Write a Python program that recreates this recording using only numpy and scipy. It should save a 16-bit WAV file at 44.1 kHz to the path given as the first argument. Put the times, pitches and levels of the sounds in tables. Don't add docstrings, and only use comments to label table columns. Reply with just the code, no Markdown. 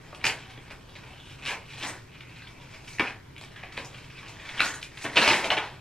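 import sys
import numpy as np
from scipy import signal
from scipy.fft import rfft, irfft, next_fast_len
from scipy.io import wavfile

SR = 44100
rng = np.random.default_rng(int(sys.argv[2]) if len(sys.argv) > 2 else 0)


def wav_record(signal):
    frames = np.transpose(np.atleast_2d(signal))
    bounded = np.clip(frames, -1, 1)
    quanta = np.round(bounded * 32767).astype(np.int16)
    wavfile.write(sys.argv[1], SR, quanta)


N = 256024

HANGER_TUNINGS = [.955, 1.0, 1.045]
# pitch_hz, level_db, ring_s (time to fade 60 dB)
HANGER_MODES = [(225, -14, 0.013), (312.5, -14, 0.022), (392, -15.5, 0.019), (497, -13.5, 0.03),
                (625, -16, 0.059), (785, -12.5, 0.038), (953, -6.5, 0.026), (1169, -6.5, 0.022),
                (1367, -8.5, 0.023), (1572, -1, 0.012), (1860, 1.5, 0.0099), (2208, -2, 0.016),
                (2546, 0.5, 0.012), (2970, -3.5, 0.017), (3310, 3.5, 0.0041), (3598, -7.5, 0.017),
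                (4120, -2.5, 0.0078), (4660, -3.5, 0.0044), (5310, -3.5, 0.0033), (6110, -10, 0.0043),
                (6840, -13, 0.0047), (7850, -9, 0.0024), (9330, -12, 0.0015), (12100, -21, 0.0018),
                (13300, -35, 0.0031)]
# start_s, level_db, pitch_hz, second_pitch_hz, bass_db, treble_db, contact_ms
KNOCKS = [(.128, -31.5, 1410, 620, 11, 0, 3), (0.148, -36, 2840, 3400, -7, 19.5, 2.1),
          (0.213, -33, 2270, 3420, 5, -13, 2.8), (0.241, -9, 2450, 5170, -4, 5.5, 3.85),
          (.252, -12, 2480, 3360, 3.5, 18.5, 4.04), (.266, -6, 2560, 4630, -16, 5.5, 5.85),
          (.281, -27, 2330, 3680, 6, -2, 9.4), (0.297, -16, 2350, 3560, -8, 10, 4),
          (0.497, -34, 3120, 2200, -1, 13, 10.5), (0.575, -32, 2010, 3420, 10, -22, 5),
          (0.704, -29, 2400, 1240, 10.5, 15, 9.8), (0.894, -42, 3200, 3560, 10, 12, 1.06),
          (.954, -29, 2320, 4160, -2, 9, 11.6), (1.035, -36, 1700, 2500, 10.5, 5, 6),
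          (1.076, -42, 3620, 4400, -7, 5, 2), (1.111, -43, 2900, 3900, -5, 5, 8),
          (1.178, -39, 2700, 3600, -5, 3, 6), (1.263, -37, 2880, 3860, -10, -5, 6),
          (1.307, -43, 3160, 3360, 6, 7, 6), (1.423, -31, 2700, 3600, -2, 1, 14),
          (1.453, -20, 2510, 3800, -20, 14, 16.7), (1.474, -20, 2530, 2900, -15, 8, 18),
          (1.506, -19.5, 2500, 1900, 4, 9, 5.5), (1.698, -37, 2500, 4290, -4, 7, 8.9),
          (1.734, -29.5, 2740, 4070, 3, 9, 8), (1.776, -30.5, 2830, 3840, 8, 21, 9.5),
          (1.81, -26, 2850, 4260, -21, -1, 3.2), (1.826, -19, 2880, 3600, 0, 14.5, 9.1),
          (1.869, -39, 1830, 7750, 22.5, 36.5, 6.3), (2.118, -41, 2680, 3600, -10, -8, 4.6),
          (2.207, -28.5, 2650, 3570, -6, -1, 2.9), (2.225, -41, 2110, 3620, -12, -5, 8),
          (2.294, -35.5, 2270, 3920, 7, 5, 3.6), (2.36, -34.5, 2670, 3940, -8, 8, 8.2),
          (2.419, -32, 1650, 4180, -16, 6, 7), (2.471, -30.5, 2600, 3650, -15, 3, 3.9),
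          (2.616, -38.5, 2450, 3470, 1, 15, 5), (2.746, -35, 2300, 4100, 4, -2, 4.4),
          (2.878, -32, 2350, 3280, -2, 17.5, 6), (2.933, -38, 4470, 5600, -7, 24, 0.84),
          (2.985, -25, 2310, 2300, -12, -8, 2.1), (2.996, -8.5, 2220, 2230, 10.5, -5, 2.83),
          (3.003, -10.5, 1680, 393, 2.5, -24, 7), (3.069, -25.5, 2570, 2600, -15, 6, 11),
          (3.364, -32.5, 2380, 3200, -11, -4, 0.96), (3.379, -33, 2300, 3470, -6, 17, 4),
          (3.412, -35.5, 2400, 4280, 13, 20, 1.13), (3.434, -34, 2300, 3500, 7.5, 16, 5),
          (3.56, -30, 1780, 3330, -12, 7, 5.6), (3.634, -26.5, 2190, 780, 6, 0, 3.25),
          (3.723, -32, 2230, 3900, -12, 13, 4.9), (3.769, -24, 2580, 3380, -19, -7, 5),
          (3.776, -18.5, 2670, 4250, 6, -1, 1.46), (3.848, -41, 2630, 5700, 8, 29.5, 1.55),
          (3.944, -29.5, 2730, 3460, -12, -3, 5), (3.981, -33, 2300, 4140, 8.5, 4, 4.4),
          (4.045, -38, 2350, 3000, -12, 14, 3.6), (4.1, -38.5, 2460, 2450, -15, -8, 10.4),
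          (4.15, -44, 2600, 2600, -12, -5, 8), (4.18, -32, 2360, 3550, -5, 5, 9),
          (4.229, -28, 1220, 4240, 2, -24, 5.5), (4.282, -36, 2450, 3670, 0, 24.5, 4.1),
          (4.397, -39, 1980, 3530, 10, 15, 5.6), (4.49, -23, 2090, 3520, -10, 7, 6),
          (4.578, -25, 3100, 3100, -10, -5, 9.6), (4.594, -15, 2530, 2480, -2, -13, 6),
          (4.6042, -1, 1460, 3950, 0, -6, .5), (4.6049, -3, 4130, 2530, -2, -16, 0.37),
          (4.643, -21, 1570, 4080, -1, 20.5, 6.8), (4.675, -18, 1450, 6860, -4, 14, 5),
          (4.739, -26.5, 1580, 6960, -7, 20, 6), (4.815, -35, 3020, 4200, -15, 19, 4),
          (4.828, -20.5, 2620, 4330, -40, 11.5, 2.3), (4.973, -25.5, 2460, 3870, -3, 8, 3.9),
          (5.042, -20, 2450, 7000, 11, 6, 7.1), (5.051, -16, 1900, 3600, 7.5, -12, 14),
          (5.158, -13, 2600, 3450, 9, 13, 6.2), (5.169, 1, 2680, 4150, 3, -6, 8.4),
          (5.179, -10.5, 1900, 4060, 6, 1, 7.6), (5.216, -6.5, 1530, 4160, 5.5, 9, 11.9),
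          (5.238, -8, 2600, 4200, 5, 8, 9.3), (5.277, -5, 2740, 4450, 6.5, 11.5, 2.65),
          (5.287, -7.5, 2800, 4150, 5, 4, 5.1), (5.301, -11, 2610, 3800, 1, -4, 5.3),
          (5.309, -9, 1920, 4740, 11.5, 12, 6.74), (5.328, -11, 1980, 3470, 6.5, 0, 8.2),
          (5.443, -12, 670, 2960, 5.5, 6, 5.5), (5.459, -27.5, 2250, 3350, 11, -2, 6),
          (5.503, -6.5, 2950, 3900, -1, -2.5, 3.77), (5.503, -18, 715, 3000, -5, -16, 5.8),
          (5.516, -10.5, 770, 2210, 5, -1, 7.6), (5.53, -20, 633, 2220, 6, 6, 5.8),
          (5.569, -10.5, 2690, 790, 5.5, 0.5, 7.9), (5.579, -10.5, 1990, 2940, -4, -18, 8)]


def clacks(hanger, touches=4, grip=.65):
    own_knocks = np.transpose(KNOCKS[hanger::len(HANGER_TUNINGS)])
    start_s, level_db, pitch_hz, second_hz, bass_db, treble_db, contact_ms = own_knocks
    luck = rng.standard_normal((len(start_s), 1 + touches, len(HANGER_MODES)))
    touch = np.arange(touches)
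    spacing = (touch + rng.uniform(-.4, .4, (len(start_s), touches))) * (touch > 0) / (touches - 1)
    starts = ((start_s[:, None] + contact_ms[:, None] / 1000 * spacing) * SR).astype(int)
    share = np.where(touch > 0, np.clip(contact_ms / 5, 0, 1)[:, None], 1)
    share = share / np.sqrt(np.sum(share ** 2, axis=1, keepdims=True))
    ringing = np.zeros(N)
    for k, (hz, mode_db, ring_s) in enumerate(HANGER_MODES):
        hz *= HANGER_TUNINGS[hanger]
        knock_db = level_db + mode_db - 12 + 1.33 * luck[:, 0, k]
        knock_db += contact_tone_db(hz, pitch_hz, bass_db, treble_db, boost_db=9.5)
        knock_db += 8.9 * np.exp(-(np.log2(hz / second_hz) / .18) ** 2)
        octaves_away = np.minimum(np.abs(np.log2(hz / pitch_hz)), np.abs(np.log2(hz / second_hz)))
        knock_db -= 12 * np.exp(-(contact_ms / .8) ** 4) * np.clip(octaves_away / .15, 0, 1)
        knock_db += .56 * bass_db * np.clip(np.log2(700 / hz), 0, 1)
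        clicks = np.zeros(N)
        np.add.at(clicks, starts, from_db(knock_db)[:, None] * share * np.sign(luck[:, 1:, k]))
        ringing += blunt_ring(clicks, hz, grip * ring_s)
    tips = np.zeros(N)
    np.add.at(tips, starts, share * from_db(level_db + .52 * treble_db - contact_ms - 23)[:, None])
    fade = np.exp(-1 / (.00072 * SR))
    crack = signal.lfilter([1], [1, -fade], tips) * rng.standard_normal(N)
    return ringing, keep_band(crack + 1e-18, 3000, 10900)


# peak_s, rise_s, fall_s, level_db, pitch_hz, bass_db, treble_db
SLIDES = [(.08, 0.27, 0.11, -59, 1840, 7, -13), (0.244, 0.017, 0.087, -25.5, 2380, 12, 10),
          (.37, 0.12, 0.13, -41, 2210, -18, 6), (.52, 0.065, 0.04, -53, 3250, -14, 0),
          (.72, 0.095, 0.018, -39.5, 2300, 0, -9), (1.31, 0.15, 0.056, -43, 2850, -24, 13),
          (1.48, 0.065, 0.061, -28, 2480, -9, 13.5), (1.515, 0.11, 0.092, -30.5, 2300, 8.5, 4),
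          (1.71, 0.1, 0.21, -37, 2820, -10, 10.5), (1.839, 0.045, 0.13, -26.5, 1920, 8, 12),
          (2.15, 0.045, 0.049, -41.5, 2600, -6, 0), (2.39, 0.16, 0.074, -41.5, 2650, -14, 3),
          (2.63, 0.05, 0.068, -58, 2420, -15, 4), (2.74, 0.12, 0.042, -42.5, 2530, -24, 11.5),
          (2.895, 0.083, 0.16, -43.5, 2280, -3, 22), (3.004, 0.013, 0.1, -28.5, 1500, -2, 4.5),
          (3.075, 0.044, 0.092, -32, 1890, 4.5, -7), (3.58, 0.16, 0.33, -39.5, 2030, -4, -12),
          (3.775, 0.033, 0.13, -39, 2230, 14, 15.5), (3.96, 0.14, 0.13, -48, 2600, -11, 14.5),
          (4.19, 0.22, 0.073, -45, 2420, -8, 11), (4.29, 0.12, 0.069, -40.5, 2460, 0, 4),
          (4.46, 0.11, 0.22, -35, 2030, 0, 5), (4.618, 0.068, 0.13, -20, 1750, 3, 11),
          (5.036, 0.063, 0.0081, -35.5, 2360, -10, 26), (5.169, 0.015, 0.15, -13.5, 2600, 3.5, 7),
          (5.267, 0.025, 0.088, -18.5, 2600, 5, -4), (5.339, 0.27, 0.13, -22.5, 2030, 3.5, 12.5),
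          (5.46, 0.089, 0.026, -25, 2250, 12, 6), (5.509, 0.0072, 0.036, -15.5, 2000, 10, 5),
          (5.63, 0.059, 0.12, -27.5, 860, -1, -1.5)]
# time_s, level_db, pitch_hz
FINGERS = [(0, -46, 2260), (.2, -47, 2290), (.52, -48, 3200), (.65, -51, 2130), (.85, -49, 3030),
           (1.1, -45, 2600), (1.3, -51, 3040), (1.6, -56.5, 2400), (2.05, -62, 2400), (2.15, -52.5, 2600),
           (2.55, -49.5, 2500), (2.95, -48.5, 2400), (3.2, -59, 1900), (3.4, -50.5, 3180),
           (3.7, -50.5, 1900), (3.88, -49, 3000), (4.05, -52.5, 2800), (4.35, -45.5, 3000),
           (4.7, -59, 1700), (4.9, -54, 2320), (5.1, -44, 2300), (5.8, -50.5, 1900)]


def rattle(hanger, ticks_per_s=500, spread_db=3):
    t = np.arange(N) / SR
    peak_s, rise_s, fall_s, level_db, pitch_hz, bass_db, treble_db = np.transpose(SLIDES)
    after_s = t - peak_s[:, None]
    drop_db = 20 * np.maximum(-after_s / rise_s[:, None], after_s / fall_s[:, None])
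    slides = from_db(level_db[:, None] - drop_db)
    finger_s, finger_db, finger_hz = np.transpose(FINGERS)
    ticks = rng.random(N) < ticks_per_s / SR
    ticks = unit_level(ticks * from_db(spread_db * np.minimum(rng.exponential(1, N), 4)))
    shifts_s = np.arange(0, N / SR + 1, .05)
    out = np.zeros(N)
    for hz, mode_db, ring_s in HANGER_MODES:
        grip_db = 5 * np.interp(t, shifts_s, rng.standard_normal(len(shifts_s)))
        fidget_db = finger_db + contact_tone_db(hz, finger_hz, bass_db=7, treble_db=8, boost_db=6)
        force = from_db(contact_tone_db(hz, pitch_hz, bass_db, treble_db, boost_db=8)) @ slides
        force += from_db(grip_db + np.interp(t, finger_s, fidget_db))
        clicks = ticks * rng.standard_normal(N) * force * from_db(mode_db - 39)
        out += blunt_ring(clicks, hz * HANGER_TUNINGS[hanger], ring_s)
    return out


def contact_tone_db(hz, pitch_hz, bass_db, treble_db, boost_db):
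    near = boost_db * np.exp(-(np.log2(hz / pitch_hz) / .27) ** 2)
    bass = bass_db * np.clip(np.log2(1600 / hz), 0, 1)
    treble = treble_db * np.clip(np.log2(hz / 3200), 0, 1)
    return near + bass + treble


def blunt_ring(clicks, hz, ring_s):
    rise_s = 6.2 / hz + .00073
    return ring(ring(clicks, hz, rise_s), hz, ring_s) * 2 * np.log(1000) / (rise_s * SR)


def ring(clicks, hz, ring_s):
    fade, turn = from_db(-60 / (ring_s * SR)), 2 * np.pi * hz / SR
    return signal.lfilter([0, np.sin(turn)], [1, -2 * fade * np.cos(turn), fade * fade], clicks + 1e-18)


# pitch_hz, fade_s
ROOM_FADE = [(200, 0.27), (600, 0.36), (1400, 0.25), (3700, 0.16), (10000, 0.2)]


def room(sound, build_s):
    t = np.arange(SR // 2) / SR
    tail = 0
    for low_hz in 90 * 2 ** np.arange(8):
        band = keep_band(rng.standard_normal(len(t)), low_hz, min(2 * low_hz, .45 * SR))
        tail += band * from_db(-60 * t / at_hz(ROOM_FADE, low_hz * np.sqrt(2)))
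    tail *= 1 - np.exp(-(t / build_s) ** 2)
    return signal.fftconvolve(sound, tail / np.sqrt(np.sum(tail ** 2)))[:N]


# pitch_hz, level_db
AIR_MID = [(15, -1), (30, -2), (39, -26), (47, 2.5), (60, -3), (120, 0), (200, -6.5), (400, -9.5),
           (700, -25.5), (1500, -21), (2500, -36), (4000, -27.5), (8000, -36.5), (12000, -42), (14500, -59)]
# pitch_hz, level_db
AIR_SIDE = [(13, -66), (22, -52), (128, -7), (409, -1.5), (653, -8.5), (1410, -11), (2590, -17),
            (4260, -19.5), (12800, -34), (14300, -41), (16000, -51)]


def ventilation(hum_hz=126, hum_width_hz=24, whine_hz=13040):
    hum_ring_s = np.log(1000) / (np.pi * hum_width_hz)
    hum = unit_level(ring(rng.standard_normal(N), hum_hz, hum_ring_s))
    whine = np.sqrt(2) * np.sin(2 * np.pi * whine_hz * np.arange(N) / SR)
    mid = from_db(-52.5) * unit_level(shape_tone(rng.standard_normal(N), AIR_MID))
    side = from_db(-58) * unit_level(shape_tone(rng.standard_normal(N), AIR_SIDE))
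    mid += from_db(-52) * hum + from_db(-82.5) * whine
    side += from_db(-88) * np.roll(whine, 1)
    return mid, side


def from_db(db):
    return 10 ** (np.asarray(db) / 20)


def unit_level(sound):
    return sound / np.sqrt(np.mean(sound ** 2) + 1e-20)


def at_hz(table, hz):
    pitches_hz, values = np.transpose(table)
    return np.interp(np.log(hz + 1), np.log(pitches_hz + 1), values)


def shape_tone(sound, table):
    size = next_fast_len(N)
    hz = np.arange(size // 2 + 1) * SR / size
    return irfft(rfft(sound, size) * from_db(at_hz(table, hz)), size)[:N]


def keep_band(sound, low_hz, high_hz):
    return signal.sosfilt(signal.butter(2, [low_hz, high_hz], "band", fs=SR, output="sos"), sound)


# pitch_hz, level_db
MIC_DIFFERENCE = [(60, -24), (110, -34), (200, -32), (380, -26), (700, -30), (1290, -22.5), (2380, -26),
                  (4400, -7.5), (8120, -1), (15000, 11)]


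def scene():
    hangers, side_echoes = 0, 0
    shade = signal.butter(2, 4500, fs=SR, output="sos")
    for hanger in range(len(HANGER_TUNINGS)):
        ringing, crack = clacks(hanger)
        ringing += rattle(hanger)
        direct = signal.sosfilt(shade, ringing) + crack
        hangers += direct + from_db(-2.5) * room(ringing + crack, build_s=.005)
        side_echoes += room(ringing + crack, build_s=.012)
    ahead = -np.imag(signal.hilbert(hangers, next_fast_len(N)))[:N]
    mid, side = ventilation()
    mid += hangers
    side += shape_tone(.99 * ahead + side_echoes, MIC_DIFFERENCE)
    return np.array([mid + side, mid - side]) * from_db([[.15], [-.15]])


def record(dry, cutoff_hz=16300):
    return signal.sosfilt(signal.cheby2(12, 70, cutoff_hz, fs=SR, output="sos"), dry)


dry = scene()
out = record(dry)
wav_record(out)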